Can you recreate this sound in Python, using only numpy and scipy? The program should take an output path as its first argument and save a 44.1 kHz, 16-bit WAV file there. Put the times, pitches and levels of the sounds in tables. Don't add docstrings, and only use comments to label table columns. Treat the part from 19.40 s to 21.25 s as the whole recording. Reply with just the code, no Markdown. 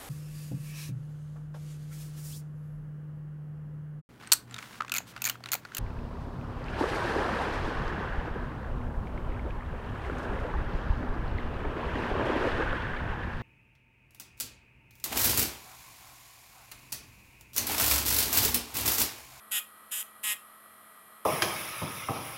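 import sys
import numpy as np
from scipy import signal
from scipy.fft import rfft, irfft
from scipy.io import wavfile
from scipy.ndimage import uniform_filter1d, map_coordinates

SR = 44100
rng = np.random.default_rng(int(sys.argv[2]) if len(sys.argv) > 2 else 0)


def waveform_to_disk(signal):
    frames = np.transpose(np.atleast_2d(signal))
    scaled = np.clip(frames, -1, 1) * 32767
    samples = np.round(scaled).astype(np.int16)
    wavfile.write(sys.argv[1], SR, samples)


N = 81585

IDLE_HZ = 215.42
# start_s, firmest_s, end_s, rasp_db, nail_db, sag_hz, nail_ring_hz
STROKES = [(.1105, 0.168, .203, -30.6, -32.3, 14.5, 3220), (.5106, 0.53, .627, -34.2, -40.3, 2.8, 3120),
           (.8311, 0.907, .942, -31.3, -32.8, 11, 2450)]


def sanding(t, turns):
    spot_turns, spot_width_turns, rest_of_band_db = .12, .15, -3.5
    out = 0
    for start, firmest, end, rasp_db, nail_db, _, ring_hz in STROKES:
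        contact, pressure = touch(t, start, firmest, end)
        past_spot = turns - np.interp(start, t, turns) - spot_turns
        spot = np.exp(-.5 * (np.sin(np.pi * past_spot) / (np.pi * spot_width_turns)) ** 2)
        grip = 1.152 * (spot + undb(rest_of_band_db) * pressure ** .5 * (1 - spot))
        rasp = grit_rasp(turns, grip * contact)
        nail = nail_body(turns, grip * pressure ** .75, ring_hz)
        tick = spot_tick(t, past_spot, pressure, start, end)
        out = out + undb(rasp_db) * (rasp + undb(10) * tick) + undb(nail_db) * nail
    return signal.sosfilt(signal.butter(2, 250, "high", fs=SR, output="sos"), out)


def grit_rasp(turns, grip):
    # freq_hz, gain_db
    grit_eq = [(150, -24.5), (600, -19.5), (1200, -7), (3600, -18), (4400, -20), (5200, -12), (6100, -13),
               (6850, -1), (7800, -1), (8600, -0.5), (9050, -6), (9650, 0), (10500, 1.5), (11300, 4),
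               (12300, 1.5), (13000, -3), (14500, -8), (15500, -15), (16000, -41)]
    friction = scrape(turns, fresh_db=-3.5, grain=.3)
    return unity_eq(metal_ring(friction, t60_s=.04, ring_db=-4.5) * grip, grit_eq)


def nail_body(turns, drive, ring_hz):
    # freq_hz, gain_db
    nail_eq = [(60, -27), (150, -20.5), (500, -30.5), (720, -10.5), (850, -14.5), (1250, -9.5), (1500, -10),
               (1900, 3.5), (2200, -7), (2550, 2), (3150, 1.5), (3750, -2), (4150, -16.5), (4800, -12),
               (5200, -2), (5600, -18.5), (6100, -25), (7500, -50)]
    body = unity_eq(scrape(turns, fresh_db=-10, grain=.25) * drive, nail_eq)
    return (body + undb(1.5) * resonate(body, ring_hz, width_hz=1040)) / 1.78


def spot_tick(t, past_spot, pressure, start, end):
    # freq_hz, gain_db
    tick_eq = [(300, -23), (1200, -13.5), (3200, -0.5), (4400, -15), (6000, -19), (7500, -10), (11000, -1),
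               (14500, -2.5), (16000, -12.5)]
    fade_s, linger_s, decay_turns = .008, .005, .06
    gate = np.clip(np.minimum(t - start, end + linger_s - t) / fade_s, 0, 1) ** .5
    strike = np.exp(-(past_spot % 1) / decay_turns) * gate * undb(-6 * pressure + 1.5 * drift(240))
    return unity_eq(np.sign(rng.standard_normal(N)) * strike, tick_eq)


def touch(t, start, firmest, end):
    attack_s, release_s, light_pressure = .009, .01608, .42
    contact = np.clip(np.minimum((t - start) / attack_s, (end - t) / release_s), 0, 1)
    return contact, contact * np.interp(t, [start, firmest, end], [light_pressure, 1, light_pressure])


def shaft_turns(t):
    lag_s = .05
    load_hz = sum(sag_hz * touch(t, start, firmest, end)[1]
                  for start, firmest, end, _, _, sag_hz, _ in STROKES)
    pole = np.exp(-1 / (lag_s * SR))
    slowing_hz = signal.lfilter([1 - pole], [1, -pole], load_hz)
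    return np.cumsum(IDLE_HZ - slowing_hz + .1205 * drift(9.05)) / SR


def shaft_hum(turns):
    harmonics = [-5, -15, -6, -29, -14, -2, -12, -23, 0, -22, -20, -25, -18, -30, -14, -18, -17, -30, -24,
                 -13, -35, -30, -19]
    hum = sum(undb(db) * np.sin(2 * np.pi * (k * turns + rng.random())) for k, db in enumerate(harmonics, 1))
    return level(hum, -63)


def bearing_whirr(turns):
    # idle_pitch_hz, relative_db
    partials = [(1082, -65.5), (1163, -75), (1297, -66)]
    tones = sum(undb(db + .83 * drift(4.93)) * np.sin(2 * np.pi * hz * turns / IDLE_HZ + .74 * drift(20))
                for hz, db in partials)
    whirr = narrow_band(rng.standard_normal(N), hz=1234, width_hz=130)
    return level(tones, -67.5) + level(whirr, -59)


def brushes(t, turns):
    # freq_hz, gain_db
    fizz_eq = [(1410, -37.5), (2400, -4), (2730, -13), (3140, -5), (3740, -15.5), (4220, -4), (4750, -39),
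               (5140, -17), (6170, -24.5), (9630, -2.5), (11500, 0.5), (14000, -10), (16000, -20.5)]
    cage = surface(turns / 5, size=1000)
    friction = scrape(turns, fresh_db=-1.5, grain=.52) + undb(-7) * cage
    friction *= undb(2 * np.cos(4 * np.pi * turns))
    fizz = eq(metal_ring(friction, t60_s=.1, ring_db=-12.5), fizz_eq)
    return level(fizz, -59.5) + handpiece_whine(t, friction)


def handpiece_whine(t, friction):
    # pitch_hz, width_hz, near_gain_db, away_gain_db
    modes = [(4270, 81, -12, -17), (9400, 800, -9, -4), (9800, 80, 4, -5), (10090, 63, -8, -6),
             (11100, 59, -3, -4), (11260, 54, -2, -3), (11410, 220, 2.5, -1.5), (13300, 630, -5.5, -4.5)]
    draw_back_s = (1.1, 1.53)
    whine = 0
    for hz, width_hz, near_db, away_db in modes:
        gain_db = np.interp(t, draw_back_s, [near_db, away_db]) + 1.8 * drift(4.985)
        whine = whine + level(narrow_band(friction, hz, width_hz), -70) * undb(gain_db)
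    return whine


def room_reverb(x):
    t60_s, predelay_s, wet_db = .23, .0068, -11.5
    t = np.arange(N) / SR
    tail = rng.standard_normal(N) * undb(-60 * t / t60_s) * np.clip(t / predelay_s - 1, 0, 1)
    tail = eq(tail / np.linalg.norm(tail), [(250, 14), (800, 1), (2500, .5), (7000, -3.5), (15000, -1.5)])
    return undb(wet_db) * signal.fftconvolve(x, tail)[:N]


def room_tone(t):
    # freq_hz, gain_db
    air_eq = [(25, -48), (45, -12), (65, -15), (90, -9.5), (150, -5.5), (270, -1.5), (400, -3.5),
              (700, 1.5), (1000, 0), (1800, 0.5), (2600, -11.5), (5000, -20), (15000, -42)]
    air = eq(rng.standard_normal(N), air_eq)
    hum = undb(2.5 * drift(9.26)) * np.sin(2 * np.pi * 87.6 * t + 1.1 * drift(6.7))
    return level(air, -61) + level(hum, -84)


def scrape(turns, fresh_db, grain):
    noise, unevenness = rng.standard_normal((2, N))
    return level(surface(turns) + level(noise * np.exp(grain * unevenness), fresh_db), 0)


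def surface(turns, size=200):
    bumps = level(irfft(np.exp(2j * np.pi * rng.random(size // 2 + 1))), 0)
    return map_coordinates(bumps, [turns % 1 * size], mode="grid-wrap")


def metal_ring(x, t60_s, ring_db):
    t = np.arange(N) / SR
    tail = rng.standard_normal(N) * undb(-60 * t / t60_s)
    ringing = signal.fftconvolve(x, tail / np.linalg.norm(tail))[:N]
    return (x + undb(ring_db) * ringing) / np.hypot(1, undb(ring_db))


def resonate(x, hz, width_hz):
    return signal.lfilter(*signal.iirpeak(hz, hz / width_hz, fs=SR), x)


def narrow_band(x, hz, width_hz):
    return resonate(resonate(x, hz, width_hz), hz, 3 * width_hz)


def eq(x, points):
    size = 2048
    hz, db = np.array(points, float).T
    bins_hz = np.maximum(np.arange(size // 2 + 1) * SR / size, 1)
    cepstrum = irfft(np.log(undb(np.interp(np.log(bins_hz), np.log(hz), db))))
    cepstrum[1:size // 2] *= 2
    cepstrum[size // 2 + 1:] = 0
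    return signal.fftconvolve(x, irfft(np.exp(rfft(cepstrum))))[:N]


def unity_eq(x, points):
    return eq(x, points) / np.linalg.norm(eq(signal.unit_impulse(N), points))


def drift(rate_hz):
    hold = int(SR / rate_hz)
    steps = np.repeat(rng.standard_normal(N // hold + 1), hold)
    return level(uniform_filter1d(uniform_filter1d(steps, hold), hold)[:N], 0)


def level(x, db):
    return x * undb(db) / np.sqrt(np.mean(x ** 2))


def undb(db):
    return 10 ** (np.asarray(db) / 20)


def scene():
    t = np.arange(N) / SR
    turns = shaft_turns(t)
    strokes = sanding(t, turns)
    air = room_tone(t)
    motor = shaft_hum(turns) + bearing_whirr(turns) + brushes(t, turns)
    return (strokes + motor + room_reverb(strokes) + air)[None]


def record(dry):
    return signal.sosfilt(signal.ellip(8, .2, 70, 15800, fs=SR, output="sos"), dry)


dry = scene()
out = record(dry)
waveform_to_disk(out)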